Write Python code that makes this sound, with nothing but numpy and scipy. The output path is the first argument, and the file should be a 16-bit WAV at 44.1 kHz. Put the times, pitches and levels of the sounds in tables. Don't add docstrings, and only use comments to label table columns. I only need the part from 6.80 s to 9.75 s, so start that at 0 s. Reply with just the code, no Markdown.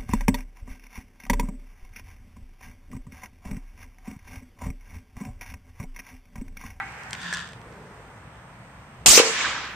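import sys
import numpy as np
from scipy import signal
from scipy.fft import rfft, irfft, next_fast_len
from scipy.io import wavfile

SR = 44100
rng = np.random.default_rng(int(sys.argv[2]) if len(sys.argv) > 2 else 0)


def linear_from_db(decibels):
    return 10 ** (np.asarray(decibels, float) / 20)


def master_out(mix):
    frames = np.transpose(np.atleast_2d(mix))
    ceiling = np.clip(frames, -1, 1)
    pcm = np.round(ceiling * 32767).astype(np.int16)
    wavfile.write(sys.argv[1], SR, pcm)


N = 130095
T = np.arange(N) / SR
FIRE_S, JET_END_S = 2.2602, 2.382


def at_hz(points, hz):
    points = np.array(points)
    return np.interp(np.log(hz), np.log(points[:, 0]), points[:, 1])


def over_time(points, **ends):
    return np.interp(T, *np.transpose(points), **ends)


def unit(x):
    return x / np.sqrt(np.mean(x ** 2) + 1e-20)


def bump(centre, width):
    return np.exp(-((T - centre) / width) ** 2)


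def drift(rate):
    r = np.exp(-32 * np.pi * rate / SR)
    slow = signal.lfilter([1], [1, -2 * r, r * r], rng.standard_normal(N // 16 + 4002))[4000:]
    return np.interp(np.arange(N) / 16, np.arange(len(slow)), unit(slow))


def ring(x, hz, t60):
    r, w = linear_from_db(-60 / (t60 * SR)), 2 * np.pi * hz / SR
    return signal.lfilter([0, np.sin(w)], [1, -2 * r * np.cos(w), r * r], x + 1e-18)


def peak(x, hz, width):
    r = np.exp(-np.pi * width / SR)
    return unit(signal.lfilter([1, 0, -1], [1, -2 * r * np.cos(2 * np.pi * hz / SR), r * r], x))


def filtered(x, order, hz, kind="low"):
    return signal.sosfilt(signal.butter(order, hz, kind, fs=SR, output="sos"), x)


def stereo(mid, side, alike):
    c = np.clip(alike, -.99, .995)
    return (np.sqrt(1 + c) * mid + np.sqrt(1 - c) * side * [[1], [-1]]) / np.sqrt(2)


# frequency in Hz, left minus right in dB.
MIC_TILT = [(600, 0.8), (2200, -2.3), (4200, 1.1), (8000, -3.5), (12000, 3)]


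def noise(spectrum, alike, start=0, patchy_db=1.5, rate=15, loss=0, since=0):
    i = int(start * SR)
    size = next_fast_len(N - i)
    hz = np.fft.rfftfreq(size, 1 / SR) + 1
    gain = linear_from_db(at_hz(spectrum, hz) + at_hz(MIC_TILT, hz) * [[.5], [-.5]])
    full = gain * stereo(*rfft(rng.standard_normal((2, size))), at_hz(alike, hz))
    scale = np.sqrt(np.mean(irfft(full, size) ** 2))
    out = np.zeros((2, N))
    age = np.maximum(T[i:] - since, 0)
    for centre in 22 * 2 ** np.arange(0, 9.6, 1 / 3):
        share = np.clip(1 - 3 * np.abs(np.log2(hz / centre)), 0, 1)
        band = irfft(full * share, size)[:, :N - i]
        loss_db = loss * centre / 1000 * age
        out[:, i:] += band * linear_from_db(patchy_db * drift(rate)[i:] - loss_db)
    return out / scale


def valve():
    rise_s, fall_s, sag_db_per_s = 0.00085, 0.0032, -62
    leak_s, leak_db = .0008, -26
    age = T - FIRE_S
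    flow = np.clip(age / rise_s, 0, 1) * linear_from_db(sag_db_per_s * age)
    flow = flow * np.exp(-np.maximum(T - JET_END_S, 0) / fall_s)
    return flow + linear_from_db(leak_db) * np.clip(1 + age / leak_s, 0, 1) * (age < 0) * 2


# time in seconds, pitch in Hz, level in dB.
SHRIEK = [(2.26, 7300, -9), (2.272, 7100, -10), (2.28, 7500, -12), (2.287, 6200, -12), (2.292, 7300, -4),
          (2.2968, 12000, -14), (2.298, 7000, -40), (2.304, 6900, -13), (2.325, 7800, -13),
          (2.335, 6100, -11), (2.38, 6100, -11)]


def shriek():
    wander = .06
    s, hz, db = np.transpose(SHRIEK)
    loose = 1 - bump(2.292, 0.0056)
    pitch = np.interp(T, s, hz) * (1 + wander * loose * drift(437.1))
    apart = (3 * loose * drift(400) + np.pi * (pitch / 11000) ** 3) * [[0], [1]]
    flutter_db = 4.8 * loose * np.array([drift(350), drift(280)])
    return linear_from_db(np.interp(T, s, db) + flutter_db) * np.sin(2 * np.pi * np.cumsum(pitch) / SR + apart)


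# frequency in Hz, level in dB per Hz.
JET = [(60, -22), (300, -7.5), (1500, -7.5), (4200, -1), (6200, -0.5), (8500, -2), (10500, -13.5),
       (15600, -13.5)]
# frequency in Hz, left-right likeness.
JET_ALIKE = [(100, -0.12), (600, 0.65), (3500, 0.35), (8000, 0.28), (15000, -0.19)]


def jet():
    jet_db, overtone_db, stall_db, left_choke_db = -5, -30, -12, -18
    rush = linear_from_db(jet_db) * noise(JET, JET_ALIKE, start=2.2, patchy_db=2.5, rate=28) * linear_from_db(2.0 * drift(800))
    out = valve() * (rush + 2 * shriek())
    overtone = peak(rng.standard_normal((2, N)), 13500, 500) * [[1], [.5]]
    out += linear_from_db(overtone_db) * bump(2.355, 0.04) * (T > FIRE_S) * overtone
    out *= linear_from_db(stall_db * bump(2.2813, .0012))
    out[0] *= linear_from_db(left_choke_db * bump(2.2995, .0032))
    return out


def pop():
    return linear_from_db(-9) * np.sin(2 * np.pi * 690 * (T - FIRE_S)) * bump(FIRE_S, 0.00047)


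# time in seconds, width in seconds, left push, right push.
GUSTS = [
    (2.2812, .0011, 2.2, -1.8),
    (2.285, .003, -.15, .3),
    (2.296, .003, -.35, -.12),
    (2.306, .004, .22, .08),
]


def gusts():
    return 0.28 * sum(bump(s, width) * [[left], [right]] for s, width, left, right in GUSTS)


# time in seconds, boom in dB, crack in dB.
THUMPS = [
    (2.3761, -1, 4.5),
    (2.3984, -0.5, -4.5),
]
# frequency in Hz, level in dB, 60 dB decay in seconds.
DRUM = [(399.5, -22, 0.67), (449, -16.5, 0.92), (481, -17, 0.81), (533, -17, 0.55), (485, 12.5, 0.035),
        (573, -4, 0.057), (802, -2, 0.047), (1150, 2.5, 0.044)]
# frequency in Hz, level in dB, 60 dB decay in seconds.
SKIN = [(267, -16, 0.023), (1390, -12, 0.042), (2250, -13, 0.11), (2474, -0.5, 0.036), (2697, 2, 0.036),
        (3050, -4, 0.042)]


def drum():
    damp_s = 2.515
    out = np.zeros((2, N))
    for modes, column in ((DRUM, 1), (SKIN, 2)):
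        for hz, db, t60 in modes:
            clicks = np.zeros((2, N))
            for row in THUMPS:
                chance_db = rng.normal(0, 1, 2) * hz / 2500
                clicks[:, int(row[0] * SR)] = -linear_from_db(row[column] + db - 12.5 + chance_db)
            if column == 1:
                clicks = signal.lfilter([.1], [1, -.9], clicks)
            out += ring(clicks, hz, t60)
    out = filtered(out, 3, 290, "high")
    waver_db = 2.3 * drift(70) * (T > 2.415)
    return out * linear_from_db(waver_db) / (1 + np.exp((T - damp_s) / .008))


# frequency in Hz, level in dB per Hz.
ECHO = [(80, -34), (250, -16), (1000, -14.5), (2900, -11), (7400, -14.5), (9500, -26), (11000, -35.5),
        (15600, -45)]
# frequency in Hz, left-right likeness.
DIFFUSE = [(100, .99), (400, 0.98), (1000, 0.74), (2200, 0.14), (4500, -0.36), (15000, -0.1)]


def yard_echo():
    level_db, t60_s, air_loss_db_per_s_khz = -18, 1.0, 2.5
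    early_db, early_end_s, early_fall_s = -0.5, 2.41, 0.0056
    age = np.maximum(T - JET_END_S, 0)
    scatter = noise(ECHO, DIFFUSE, start=2.3, patchy_db=2.5, rate=11, loss=air_loss_db_per_s_khz, since=2.4)
    early = linear_from_db(early_db) / (1 + np.exp(np.minimum((T - early_end_s) / early_fall_s, 99)))
    return linear_from_db(level_db - 60 * age / t60_s) * scatter * (1 + early)


# frequency in Hz, level in dB per Hz.
TREES = [(100, -21.5), (700, -18), (1000, -8), (1700, -6), (2400, -7), (7600, -14), (10500, -42),
         (15000, -62)]
# frequency in Hz, left-right likeness.
NEAR = [(200, 1), (1000, 0.94), (2200, 0.53), (4500, 0.074), (15000, -0.077)]


def tree_echo():
    level_db, swell_s, rise_s, t60_s = -25.5, 2.652, 0.11, 1.76
    late = T - swell_s
    shape = np.where(late < 0, bump(swell_s, rise_s) + 0.27, 1.34 * linear_from_db(-60 * late / t60_s))
    return linear_from_db(level_db) * shape * noise(TREES, NEAR, start=2.3, patchy_db=1.5, rate=10, loss=5.8, since=2.51)


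def echoes():
    return (yard_echo() + tree_echo()) * np.clip((T - 2.35) / 0.034, 0, 1)


# time in seconds, level in dB, pitch in Hz.
SLAPS = [(2.549, -26, 1720), (2.564, -19.5, 1700), (2.5965, -21, 1650), (2.604, -19, 1780),
         (2.61, -15.5, 2250), (2.644, -17, 1670), (2.648, -14, 1555), (2.656, -14.5, 1590),
         (2.666, -19, 1150), (2.716, -22, 2200), (2.731, -21, 1570), (2.75, -24, 1650), (2.763, -22, 1590),
         (2.78, -24, 1285)]


def slaps():
    t60_s, rise_s = 0.025, 0.0011
    out = np.zeros(N)
    for s, db, hz in SLAPS:
        age = np.maximum(T - s, 0)
        out += linear_from_db(db - 60 * age / t60_s) * np.clip(age / rise_s, 0, 1) * np.sin(2 * np.pi * hz * age)
    return out * linear_from_db(np.array([[-1.0], [1.0]]))


# time in seconds, peak in dB, brightness from 0 to 1.
TICKS = [(0.1224, -44, 0.98), (0.1877, -46, 1), (.207, -49, .9), (0.2348, -35, 0.9), (0.3082, -26, 1),
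         (0.3311, -14, 0.48), (.3395, -30, 1), (0.3508, -25, 0.1), (.394, -39, .2), (0.416, -31, 0.5),
         (.4215, -34, 0.9), (.4305, -29, 0.3), (.445, -30, 0.3), (.4632, -35, 0.34), (.485, -43, .5),
         (0.5278, -20, 0.54), (0.5368, -20.5, 0.8), (.5405, -23, .9), (0.547, -24, 1), (0.5706, -22, 0.5),
         (.585, -29, 0.4), (0.5928, -26, 0.4), (.602, -28, .5), (.6116, -30, 0.3), (0.675, -30, 0.3),
         (0.689, -35, 0.5), (.7213, -40, 0.6), (0.733, -33.5, 0), (0.8155, -38, 0.1), (0.925, -41.5, 0.2),
         (2.8515, -36.5, 1)]
# frequency in Hz, level in dB, 60 dB decay in seconds.
FITTING = [(1870, -5.5, 0.011), (2550, -5.5, 0.0052), (3150, 1, 0.0082), (4160, -2.5, 0.0057),
           (4920, -3, 0.0038), (5670, 1, 0.0044), (6560, -7.5, 0.0066), (7400, -1.5, 0.01),
           (8300, -8, 0.0042), (10100, -9, 0.0035), (12300, -14, .004), (14100, -25, .003)]


def ticks():
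    contact_s, mic_shelf_hz = .001, 9300
    s, db, bright = np.transpose(TICKS)
    out = np.zeros((2, N))
    n = np.arange(199)
    for hz, level_db, t60 in FITTING:
        tilt_db = 12 * (bright - .6) * np.log2(hz / 4000)
        chance_db = 2.0 * rng.normal(0, 1, len(s)) + 2.4 * rng.normal(0, 1, (2, len(s)))
        clicks = np.zeros((2, N))
        clicks[:, (s * SR).astype(int)] = linear_from_db(db + level_db - 16.5 + tilt_db + chance_db)
        contact = .5 * rng.standard_normal(199) * np.exp(-n / SR / contact_s)
        contact = 2.19 * contact / abs(contact @ np.exp(2j * np.pi * hz / SR * n))
        out += ring(signal.lfilter(contact, [1], clicks), hz, t60) * [[1], [np.sign(9500 - hz)]]
    return filtered(out, 1, mic_shelf_hz)


# time in seconds, level in dB.
KNOCKS = [
    (0.3292, -27),
    (.441, -39),
    (0.462, -24),
    (0.5273, -12),
    (0.54, -26),
    (0.5488, -25),
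    (0.572, -22),
    (0.584, -32),
    (0.612, -32),
]
# frequency in Hz, level in dB, 60 dB decay in seconds.
KNOCK_BODY = [(1480, -15, 0.022), (1700, 0.5, 0.043), (1880, -17, 0.032)]


def knocks():
    s, db = np.transpose(KNOCKS)
    out = np.zeros(N)
    for hz, level_db, t60 in KNOCK_BODY:
        clicks = np.zeros(N)
        clicks[(s * SR).astype(int)] = -linear_from_db(db + level_db - 7 + rng.normal(0, 2.0, len(s)))
        out += ring(clicks, hz, t60)
    return out


# time in seconds, level in dB.
SCRAPE = [(.33, -42.5), (.36, -52), (.41, -46.5), (.45, -42), (.49, -40.5), (.52, -40.5), (.56, -39.5),
          (.6, -41.5), (.66, -48.5), (.78, -64)]
# frequency in Hz, width in Hz, level in dB.
SCRAPE_BODY = [(1016, 160, -7), (1435, 330, -1), (1750, 230, 1.5), (2680, 820, -6), (3540, 620, -2.5),
               (4720, 790, -7.5), (6140, 1900, -10), (7800, 2450, -12.5), (12800, 2200, -35)]


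def scrape():
    grains_per_s, grain_spread_db, scrape_db = 8000, 3.5, 6
    born = rng.random((2, N)) < grains_per_s * linear_from_db(1.8 * drift(150)) / SR
    size_db = grain_spread_db * np.minimum(rng.exponential(1, (2, N)), 5)
    grains = born * linear_from_db(size_db) * rng.choice([-1, 1], (2, N))
    body = np.zeros((2, N))
    for k, (hz, width, db) in enumerate(SCRAPE_BODY):
        mid, side = peak(peak(grains, hz, width), hz, width)
        body += linear_from_db(db) * stereo(mid, side, at_hz(NEAR, hz)) * (-1) ** k
    return linear_from_db(over_time(SCRAPE, left=-120, right=-120) + scrape_db) * unit(body)


# frequency in Hz, level in dB per Hz.
CLATTER = [(300, -34), (620, -25), (780, 0.5), (1100, -6.5), (1550, 1), (2300, -1.5), (3500, -18),
           (8500, -22), (10000, -38), (15500, -34)]
# frequency in Hz, level in dB, 60 dB decay in seconds.
CLATTER_RING = [(776, -32.5, 0.23), (803, -41, 0.36), (1364, -32.5, .15), (1555, -37, 0.37),
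                (1970, -36, 0.26), (2200, -38.5, 0.32)]


def clatter():
    clatter_db, t60_s, top_hz = -32, 0.16, 3360
    linger_db, linger_end_s, linger_fade_s = -42, 0.5, 0.054
    rustle = noise(CLATTER, DIFFUSE, patchy_db=1.5, rate=12, loss=-0.56)
    dull = filtered(rustle, 2, top_hz)
    linger = linear_from_db(linger_db) / (1 + np.exp((T - linger_end_s) / linger_fade_s))
    hollow = np.zeros(N)
    for hz, db, t60 in CLATTER_RING:
        level = linear_from_db(db - 60 * T / t60 + 2.5 * drift(29))
        hollow += level * np.sin(2 * np.pi * hz * T + 1.2 * drift(12.3))
    return linear_from_db(clatter_db - 60 * T / t60_s) * dull + linger * rustle + hollow


# frequency in Hz, width in Hz, level in dB.
SLEEVE = [(11700, 400, -72), (11000, 5000, -66)]


def sleeve():
    cloth = sum(linear_from_db(db) * peak(rng.standard_normal((2, N)), hz, width) for hz, width, db in SLEEVE)
    return bump(3.08, 0.31) * cloth


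# frequency in Hz, level in dB.
INSECT = [(8270, -69), (9250, -78)]


def insect():
    hush_db = -9
    out = np.zeros((2, N))
    for hz, db in INSECT:
        phase = 2 * np.pi * np.cumsum(hz + 12 * drift(40)) / SR
        out += linear_from_db(db + drift(30)) * np.sin(phase + [[0], [1.0]])
    return out * linear_from_db(hush_db * (T > FIRE_S))


# frequency in Hz, width in Hz, level in dB.
MOTOR = [(58, 6.6, -58), (115.9, 12.3, -55)]


def motor():
    return sum(linear_from_db(db + 1.8 * drift(9.9)) * peak(rng.standard_normal(N), hz, width) for hz, width, db in MOTOR)


# frequency in Hz, width in Hz, level in dB, time in seconds, length in seconds.
PASSING = [
    (174.6, 4.1, -46, 0.53, 0.22),
    (171, 24, -49, 0.93, 0.11),
    (434, 80, -51, 1.0, 0.29),
]


def passing():
    out = np.zeros(N)
    for hz, width, db, s, length in PASSING:
        out += linear_from_db(db) * bump(s, length) * peak(rng.standard_normal(N), hz, width)
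    return out


# frequency in Hz, level in dB per Hz.
YARD = [(25, -40), (50, -7), (180, -4.5), (330, -16.5), (900, -11), (2000, -16.5), (4200, -33), (9000, -36),
        (10000, -50.5), (15500, -43)]
# time in seconds, level in dB.
YARD_SWELL = [(0, 2.2), (1.0, 2.25), (1.3, 1.7), (2.2, 1.4)]


def yard():
    yard_db, duck_db, recover_db_per_s = -48.5, -11, 30
    far = linear_from_db(yard_db) * noise(YARD, DIFFUSE, patchy_db=-1.0, rate=5.1) + motor()
    recovery_db = np.minimum(duck_db + recover_db_per_s * (T - JET_END_S), 0)
    duck = np.where(T > FIRE_S, recovery_db, 0)
    return linear_from_db(duck) * (linear_from_db(over_time(YARD_SWELL)) * far + passing() + insect())


def scene():
    shot = jet() + pop() + gusts() + drum() + echoes() + slaps()
    handling = ticks() + knocks() + scrape()
    return shot + handling + clatter() + sleeve() + yard()


def band_limit(x):
    return signal.sosfilt(signal.butter(12, 15700, fs=SR, output="sos"), x)


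def record(dry):
    top, first_top, settle_s, top_after_jet = 0.55, .6, .0007, .25
    ceiling = top + first_top * np.exp(-np.abs(T - FIRE_S - .0005) / settle_s)
    ceiling = ceiling + top_after_jet * np.clip((T - 2.372) / 0.0065, 0, 1)
    x = filtered(ceiling * np.tanh(dry / ceiling), 1, 30, "high")
    x = signal.sosfilt(signal.cheby2(12, 60, 16200, fs=SR, output="sos"), x)
    return band_limit(x)


dry = scene()
out = record(dry)
master_out(out)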